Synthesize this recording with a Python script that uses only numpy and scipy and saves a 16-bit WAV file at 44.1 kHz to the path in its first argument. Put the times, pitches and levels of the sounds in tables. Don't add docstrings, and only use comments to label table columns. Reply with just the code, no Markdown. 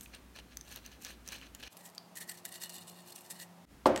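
import sys
import numpy as np
from scipy import signal
from scipy.fft import rfft, irfft
from scipy.io import wavfile
from scipy.ndimage import uniform_filter1d

SR = 44100
rng = np.random.default_rng(int(sys.argv[2]) if len(sys.argv) > 2 else 0)


def output_pcm(signal):
    pcm = np.clip(np.atleast_2d(signal).T, -1, 1) * 32767
    wavfile.write(sys.argv[1], SR, np.round(pcm).astype(np.int16))


N = 176400
TIME = np.arange(N) / SR
HZ = np.fft.rfftfreq(N, 1 / SR)


def amp(db):
    return 10 ** (np.asarray(db) / 20)


def unit(x):
    return x / np.sqrt(np.mean(x ** 2) + 1e-20)


def value_at(points, hz):
    freqs, values = np.transpose(points)
    return np.interp(np.log(hz + 1), np.log(freqs + 1), values)


def colour(x, spectrum):
    return unit(irfft(rfft(x) * amp(value_at(spectrum, HZ)), N))


def noise(spectrum):
    return colour(rng.standard_normal(N), spectrum)


def drift(rate_hz):
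    return unit(irfft(rfft(rng.standard_normal(N)) / (1 + (HZ / rate_hz) ** 4), N))


def cut(x, kind, hz, order=2):
    return signal.sosfilt(signal.butter(order, hz, kind, fs=SR, output="sos"), x)


def resonate(x, hz, width_hz):
    turn = np.exp(2j * np.pi * np.cumsum(hz * np.ones(N)) / SR)
    pole = np.exp(-np.pi * width_hz / SR)
    return 2 * (turn * signal.lfilter([1 - pole], [1, -pole], x / turn + 1e-18)).real


def swell(peak, rise, fall, skirt=1.31):
    t = TIME - peak
    from_peak = abs(t / np.where(t < 0, rise, fall))
    return np.exp(-.5 * np.minimum(from_peak, 20) ** skirt)


def burst(start, decay):
    return (TIME >= start) * np.exp(-np.clip((TIME - start) / decay, 0, 20))


def die_away(x, start):
    # frequency in Hz, seconds to fall 60 dB.
    room_t60 = [(100, 0.75), (500, 0.45), (2000, 0.71), (6000, 0.29), (16000, 0.27)]
    hz, t, bands = signal.stft(x, SR, nperseg=256)
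    fade = 10 ** (-3 * np.maximum(t - start, 0) / value_at(room_t60, hz)[:, None])
    return signal.istft(bands * fade, SR, nperseg=256)[1][:len(x)]


def kitchen(x, wet_db):
    tail = die_away(rng.standard_normal(SR // 2), 0) * (TIME[:SR // 2] > .003)
    return x + amp(wet_db) * signal.fftconvolve(x, tail / np.linalg.norm(tail))[:N]


def hum(hz, waver, waver_hz, sway_rad, sway_hz):
    level = 1 + waver * drift(waver_hz)
    return unit(level * np.sin(2 * np.pi * hz * TIME + sway_rad * drift(sway_hz)))


def room_rumble():
    # frequency in Hz, relative level in dB.
    spectrum = [(20, -20), (40, -7), (60, -12), (85, -4), (150, -6.5), (250, -3), (400, -12), (700, -15.5),
                (1500, -18.5), (4000, -25.5), (16000, -32)]
    rumble = amp(-59.5) * noise(spectrum)
    return rumble + amp(-61.5) * hum(58.3, waver=.3, waver_hz=12, sway_rad=.76, sway_hz=3.9)


def appliance(rise_s=.4):
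    # frequency in Hz, relative level in dB.
    fan_spectrum = [(50, -58), (95, -8), (130, -13), (190, -2), (270, -11), (480, -13), (700, -7),
                    (1100, -12), (1500, -20.5), (4000, -24.5), (9000, -29), (16000, -32)]
    # pitch in Hz, level in dB, time in seconds when it is fully there.
    hum_tones = [(174.8, -63.5, 1.75), (357, -69, 2.37)]
    tones = np.zeros(N)
    for hz, db, full in hum_tones:
        level = amp(db) * np.clip(1 + (TIME - full) / rise_s, 0, 1)
        tones += level * hum(hz, waver=.27, waver_hz=1.9, sway_rad=.27, sway_hz=4.8)
    return amp(-59.5) * noise(fan_spectrum) + tones


def background(on_s=1.684, off_s=3.653, fade_s=.068):
    def fade_in(start):
        return np.clip((TIME - start) / fade_s + .029, 0, 1) * (TIME > start)
    rumble = room_rumble() * ((TIME < on_s) + fade_in(off_s))
    return rumble + appliance() * fade_in(on_s) * (TIME < off_s)


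def ceramic_ring(start, db):
    # pitch in Hz, level relative to the touch in dB, seconds to fall 60 dB.
    modes = [(1880, -20, .25), (7800, -25, .08), (12930, -38, .22)]
    return sum(amp(db + mode_db) * burst(start, t60 / np.log(1000))
               * np.sin(2 * np.pi * hz * (TIME - start)) for hz, mode_db, t60 in modes)


def bowl_taps(decay_s=.0014):
    # start in seconds, level in dB.
    taps = [(3.961, -25), (3.976, -28)]
    # frequency in Hz, relative level in dB.
    tick_spectrum = [(500, -33), (1800, 6.5), (2700, 1), (4000, 1), (5500, 4.5), (7000, -4), (7800, 1),
                     (9000, -6), (16000, -27)]
    tick = noise(tick_spectrum)
    return sum(amp(db) * burst(start, decay_s) * tick + ceramic_ring(start, db) for start, db in taps)


def bowl_knock(attack_s=.001, clack_hz=930, clack_s=.0008, tail_rise_s=.0022):
    # start in seconds, strength in dB, contact time in seconds.
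    blows = [(3.8586, -13.5, 0.00026), (3.867, -15.5, 0.0013), (3.888, -25.5, 0.00083)]
    # pitch in Hz, relative level in dB, seconds to fall 60 dB.
    modes = [(215.3, -21.5, 0.33), (292, -8, 0.56), (360, -12, 0.36), (534.6, -7, 0.37), (600, -4, 0.11),
             (684, -19, 0.21), (843, -17, 0.21), (944, -23, 0.14), (1077, -21, 0.06), (1168, 0, 0.026),
             (1350, -21.5, 0.21), (2105, -13.5, 0.048), (3950, -4, 0.021)]
    # frequency in Hz, relative level in dB.
    tail_spectrum = [(40, -22), (95, -6), (160, -9), (270, 4.5), (430, 2.5), (540, 7.5), (850, 0),
                     (1200, -7), (1550, -12.5), (2100, -19.5), (6500, -28.5), (16000, -51)]
    grit_spectrum = [(1000, 2), (2000, 6.5), (4500, 4), (7800, -6), (8900, 3.5), (10300, -16), (11500, -5),
                     (16000, -16)]
    landing, hollow = blows[0][0], np.zeros(N)
    for start, db, contact in blows:
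        t = np.maximum(TIME - start, 0)
        blow = amp(db) * (1 - np.exp(-t / attack_s))
        for hz, mode_db, t60 in modes:
            mode = amp(mode_db) * np.exp(-np.log(1000) * t / t60) * np.sin(2 * np.pi * hz * t)
            hollow += blow * mode / (1 + (2 * hz * contact) ** 2)
    t = TIME - landing - .00085
    clack = amp(-9) * np.exp(-.5 * (t / clack_s) ** 2) * np.cos(2 * np.pi * clack_hz * t)
    body = cut(hollow + clack, "high", hz=148)
    tail = amp(-24.5) * die_away(noise(tail_spectrum), landing)
    tail *= np.clip((TIME - landing) / tail_rise_s, 0, 1)
    grating = swell(landing + .0065, rise=.0025, fall=.0064) * (TIME > landing)
    grit = amp(-35.5) * noise(grit_spectrum) * grating
    snap = unit(cut(rng.standard_normal(N), "low", hz=4500, order=10))
    crack = amp(-23) * burst(landing - clack_s, decay=.0014) * snap
    return body + crack + tail + grit + ceramic_ring(landing, db=-26)


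def bristle_slips(per_s, spread_db, flutter_db):
    hits = (rng.random(N) < per_s / SR) * rng.choice([-1, 1], N)
    return hits * amp(spread_db * np.minimum(rng.exponential(1, N), 4) + flutter_db * drift(168))


def snags(per_s=140, decay_s=.0006, surge_db=5):
    spacing = SR / per_s
    at = np.cumsum(spacing * rng.gamma(2, .5, int(2 * N / spacing))).astype(int)
    hits = np.zeros(N)
    hits[at[at < N]] = 1
    surge = signal.lfilter([1], [1, -np.exp(-1 / (decay_s * SR))], hits * (.5 + rng.random(N)))
    return unit(1 + amp(surge_db) * surge)


def patchy(x, depth_db=3, patch_hz=900, patch_s=.012):
    hz, t, bands = signal.stft(x, SR, nperseg=128)
    patches = uniform_filter1d(rng.standard_normal(bands.shape), round(patch_hz / hz[1]), axis=0)
    patches = unit(uniform_filter1d(patches, round(patch_s / t[1]), axis=1))
    return unit(signal.istft(bands * amp(depth_db * patches), SR, nperseg=128)[1][:N])


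def stroke_envelopes(strokes):
    rub_power, side_power = np.zeros((2, N))
    for peak, rise, fall, db, side_db in strokes:
        power = (amp(db) * swell(peak, rise, fall)) ** 2
        rub_power += power
        side_power += power * amp(side_db) ** 2
    return np.sqrt(rub_power), np.sqrt(side_power)


def wandering_ring(drive, modes, wander=.012):
    return sum(amp(db) * resonate(drive, hz * (1 + wander * drift(rate_hz=12)), width)
               for hz, width, db in modes)


def bristle_flicks(gain_db=7, rise_s=.00015):
    # start in seconds, level before gain in dB, pitch in Hz, snap relative to tick in dB.
    flicks = [(.0095, -49, 6960, 4), (.06, -47, 2480, -20), (0.1475, -46.5, 3950, -15),
              (0.149, -47.5, 8700, -9), (.571, -41.5, 6160, -1), (0.6112, -46.5, 6070, -4.5),
              (0.744, -57, 5870, 2), (0.7602, -47, 6300, 7.5), (0.862, -48, 6170, 2),
              (1.0483, -38.5, 6040, -2.5), (1.277, -47, 6200, 1), (1.288, -49.5, 6000, 3),
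              (1.3223, -45.5, 4000, -1), (1.414, -49.5, 2950, -8), (1.549, -47, 7000, 3),
              (1.9806, -44, 4630, -9), (1.9787, -49, 880, -9)]
    # frequency in Hz, relative level in dB.
    snap_spectrum = [(300, -35), (1500, -6.5), (3000, -10.5), (4600, -5), (6200, -6), (9000, -7.5),
                     (16000, -8.5)]
    snap, white, out = noise(snap_spectrum), rng.standard_normal(N), np.zeros(N)
    for start, db, hz, snap_db in flicks:
        shape = burst(start, decay=.0014) * np.clip((TIME - start) / rise_s, 0, 1)
        tick = np.sin(2 * np.pi * hz * (TIME - start)) + unit(resonate(white, hz, width_hz=157))
        out += amp(db + gain_db) * shape * (unit(tick) + amp(snap_db) * snap)
    return out


def dry_scrubs():
    # peak time, rise and fall in seconds, level in dB, ring relative to it in dB.
    strokes = [(1.728, 0.0075, 0.0057, -57.5, -15), (1.812, 0.02, 0.0075, -57.5, -5),
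               (1.858, 0.01, 0.013, -50.5, -8.5), (2.157, 0.0021, 0.0045, -48, -5),
               (2.175, 0.0043, 0.0059, -41.5, -3), (2.212, 0.0035, 0.0079, -39.5, -4.5),
               (2.23, 0.0047, 0.0053, -48.5, -5), (2.297, 0.0059, 0.0047, -40.5, -4.5),
               (2.315, 0.004, 0.005, -45, -3), (2.352, 0.0079, 0.005, -52, -5),
               (2.375, 0.0026, 0.0099, -51.5, -8), (2.455, 0.0027, 0.0057, -43, -0.5),
               (2.49, 0.013, 0.0056, -55, -1), (2.526, 0.0061, 0.011, -49.5, -5),
               (2.555, 0.011, 0.012, -49, -6), (2.623, 0.0071, 0.0074, -43.5, -10),
               (2.641, 0.011, 0.013, -47, -7), (2.697, 0.0018, 0.0069, -48, -9.5),
               (2.763, 0.02, 0.0049, -47.5, -12.5), (2.784, 0.0028, 0.0054, -51.5, -5.5),
               (2.816, 0.0082, 0.012, -55, -14), (2.877, 0.0029, 0.015, -50.5, -13.5),
               (3.0, 0.07, 0.029, -63, -7.5), (3.085, 0.012, 0.0052, -54.5, -12),
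               (3.107, 0.0074, 0.003, -53.5, -15), (3.123, 0.0024, 0.0043, -50.5, -11.5),
               (3.161, 0.0051, 0.0053, -49, -21), (3.188, 0.011, 0.0041, -53, -14),
               (3.212, .008, 0.0077, -55.5, -23), (3.255, 0.011, 0.016, -57, -9),
               (3.31, 0.0044, 0.0077, -42, -11.5), (3.355, 0.0091, 0.015, -55, -5.5),
               (3.403, 0.012, 0.0051, -53, -2), (3.421, 0.0076, 0.0099, -46, -8.5)]
    # frequency in Hz, relative level in dB.
    rasp_spectrum = [(50, -32), (400, 7.5), (1400, -44), (2500, -5), (3200, -7), (5400, -1.5), (6500, -2.5),
                     (8100, 3), (10000, -3), (11800, 0.5), (16000, -9.5)]
    # pitch in Hz, width in Hz, relative level in dB.
    low_modes = [(1820, 39, 6), (1900, 35, 0.5), (1936, 34, 2)]
    high_modes = [(2883, 55, 0), (3690, 170, -6), (4260, 58, 1), (4530, 74, -11), (7600, 100, -11),
                  (8530, 300, -16)]
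    # time in seconds, gain of the high modes in dB.
    high_gain_curve = [(2.2, -10), (2.46, -4.5), (2.6, 6.5), (2.8, 12.5), (3.15, 6.5), (3.35, 0)]
    # start in seconds, level in dB.
    crackle_hits = [(1.769, -45), (1.7738, -46), (1.791, -53), (1.899, -47), (1.9495, -45.5), (1.956, -47),
                    (2.451, -43), (2.4915, -50), (2.524, -44), (2.558, -42), (2.695, -44), (2.8975, -49)]
    rasp_level, ring_level = stroke_envelopes(strokes)
    slips = bristle_slips(per_s=14000, spread_db=4.5, flutter_db=1.5)
    low = wandering_ring(slips * ring_level, low_modes)
    high = wandering_ring(slips * ring_level, high_modes)
    high *= amp(np.interp(TIME, *np.transpose(high_gain_curve)))
    ring = np.sqrt(np.mean(ring_level ** 2)) * unit(low + high)
    crackles = sum(amp(db) * burst(start, decay=.0015) for start, db in crackle_hits)
    rasp = (rasp_level * snags() + crackles) * patchy(colour(slips, rasp_spectrum))
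    return cut(rasp + ring, "high", hz=790)


def wet_swishes():
    # peak time, rise and fall in seconds, level in dB, spray relative to it in dB.
    strokes = [(.036, 0.066, 0.022, -66, 10.5), (0.143, 0.0084, 0.015, -52, -17),
               (0.362, 0.0052, 0.01, -48, -21), (0.389, 0.0021, 0.0061, -47, -13),
               (.525, 0.015, 0.012, -60, -18), (.682, 0.013, 0.016, -58.5, 0),
               (0.727, 0.0085, 0.0069, -46, -4), (0.776, 0.018, 0.0088, -51.5, -7),
               (0.867, 0.014, .012, -55, -7.5), (0.921, 0.0091, 0.02, -57, -9),
               (1.024, 0.0094, 0.018, -60.5, 5.5), (1.057, 0.0096, 0.019, -48.5, -6.5),
               (1.102, .015, 0.015, -49, -9.5), (1.279, 0.0096, .018, -54, -5),
               (1.332, 0.017, 0.026, -45, -9.5), (1.436, 0.011, 0.014, -53, -26),
               (1.468, 0.0037, 0.0047, -54, -15), (1.552, 0.0042, 0.0069, -57, -17),
               (1.603, 0.0048, 0.011, -54, -6), (1.627, 0.00047, 0.01, -43, -17),
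               (1.664, 0.015, 0.004, -59, 1.5), (1.678, 0.01, 0.001, -47.5, -10)]
    # pitch in Hz, width in Hz, relative level in dB.
    plate_modes = [(1723, 78, 5), (2430, 400, 0.5), (4100, 260, 4.5), (6050, 250, -23)]
    # frequency in Hz, relative level in dB.
    drag_spectrum = [(150, -16), (500, 0.5), (1100, -2.5), (1700, 2), (2200, -2), (2800, 7.5), (4200, -2),
                     (5200, -6.5), (6200, 0.5), (7800, -24.5), (16000, -51)]
    spray_spectrum = [(500, -38), (3000, -44), (6000, 8.5), (7900, 3.5), (9200, 8.5), (10500, -2),
                      (12500, 5), (16000, -3)]
    body_level, spray_level = stroke_envelopes(strokes)
    slips = bristle_slips(per_s=8200, spread_db=6, flutter_db=-.5)
    plate = unit(sum(amp(db) * resonate(slips, hz, width) for hz, width, db in plate_modes))
    crackle = bristle_slips(per_s=1500, spread_db=4.2, flutter_db=2)
    drag = patchy(colour(np.roll(slips, SR), drag_spectrum))
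    spray = snags() * patchy(colour(crackle, spray_spectrum))
    return body_level * unit(drag + amp(-3) * plate) + spray_level * spray


def scene():
    brush = kitchen(wet_swishes(), wet_db=-17)
    brush += kitchen(bristle_flicks(), wet_db=-13.5)
    brush += kitchen(dry_scrubs(), wet_db=-16.5)
    bowl = bowl_knock() + kitchen(bowl_taps(), wet_db=-8.5)
    return (brush + bowl + background())[None]


def record(dry):
    low_pass = signal.firwin(401, 16100, window=("kaiser", 8), fs=SR)
    return signal.oaconvolve(dry, low_pass[None], "same")


dry = scene()
out = record(dry)
output_pcm(out)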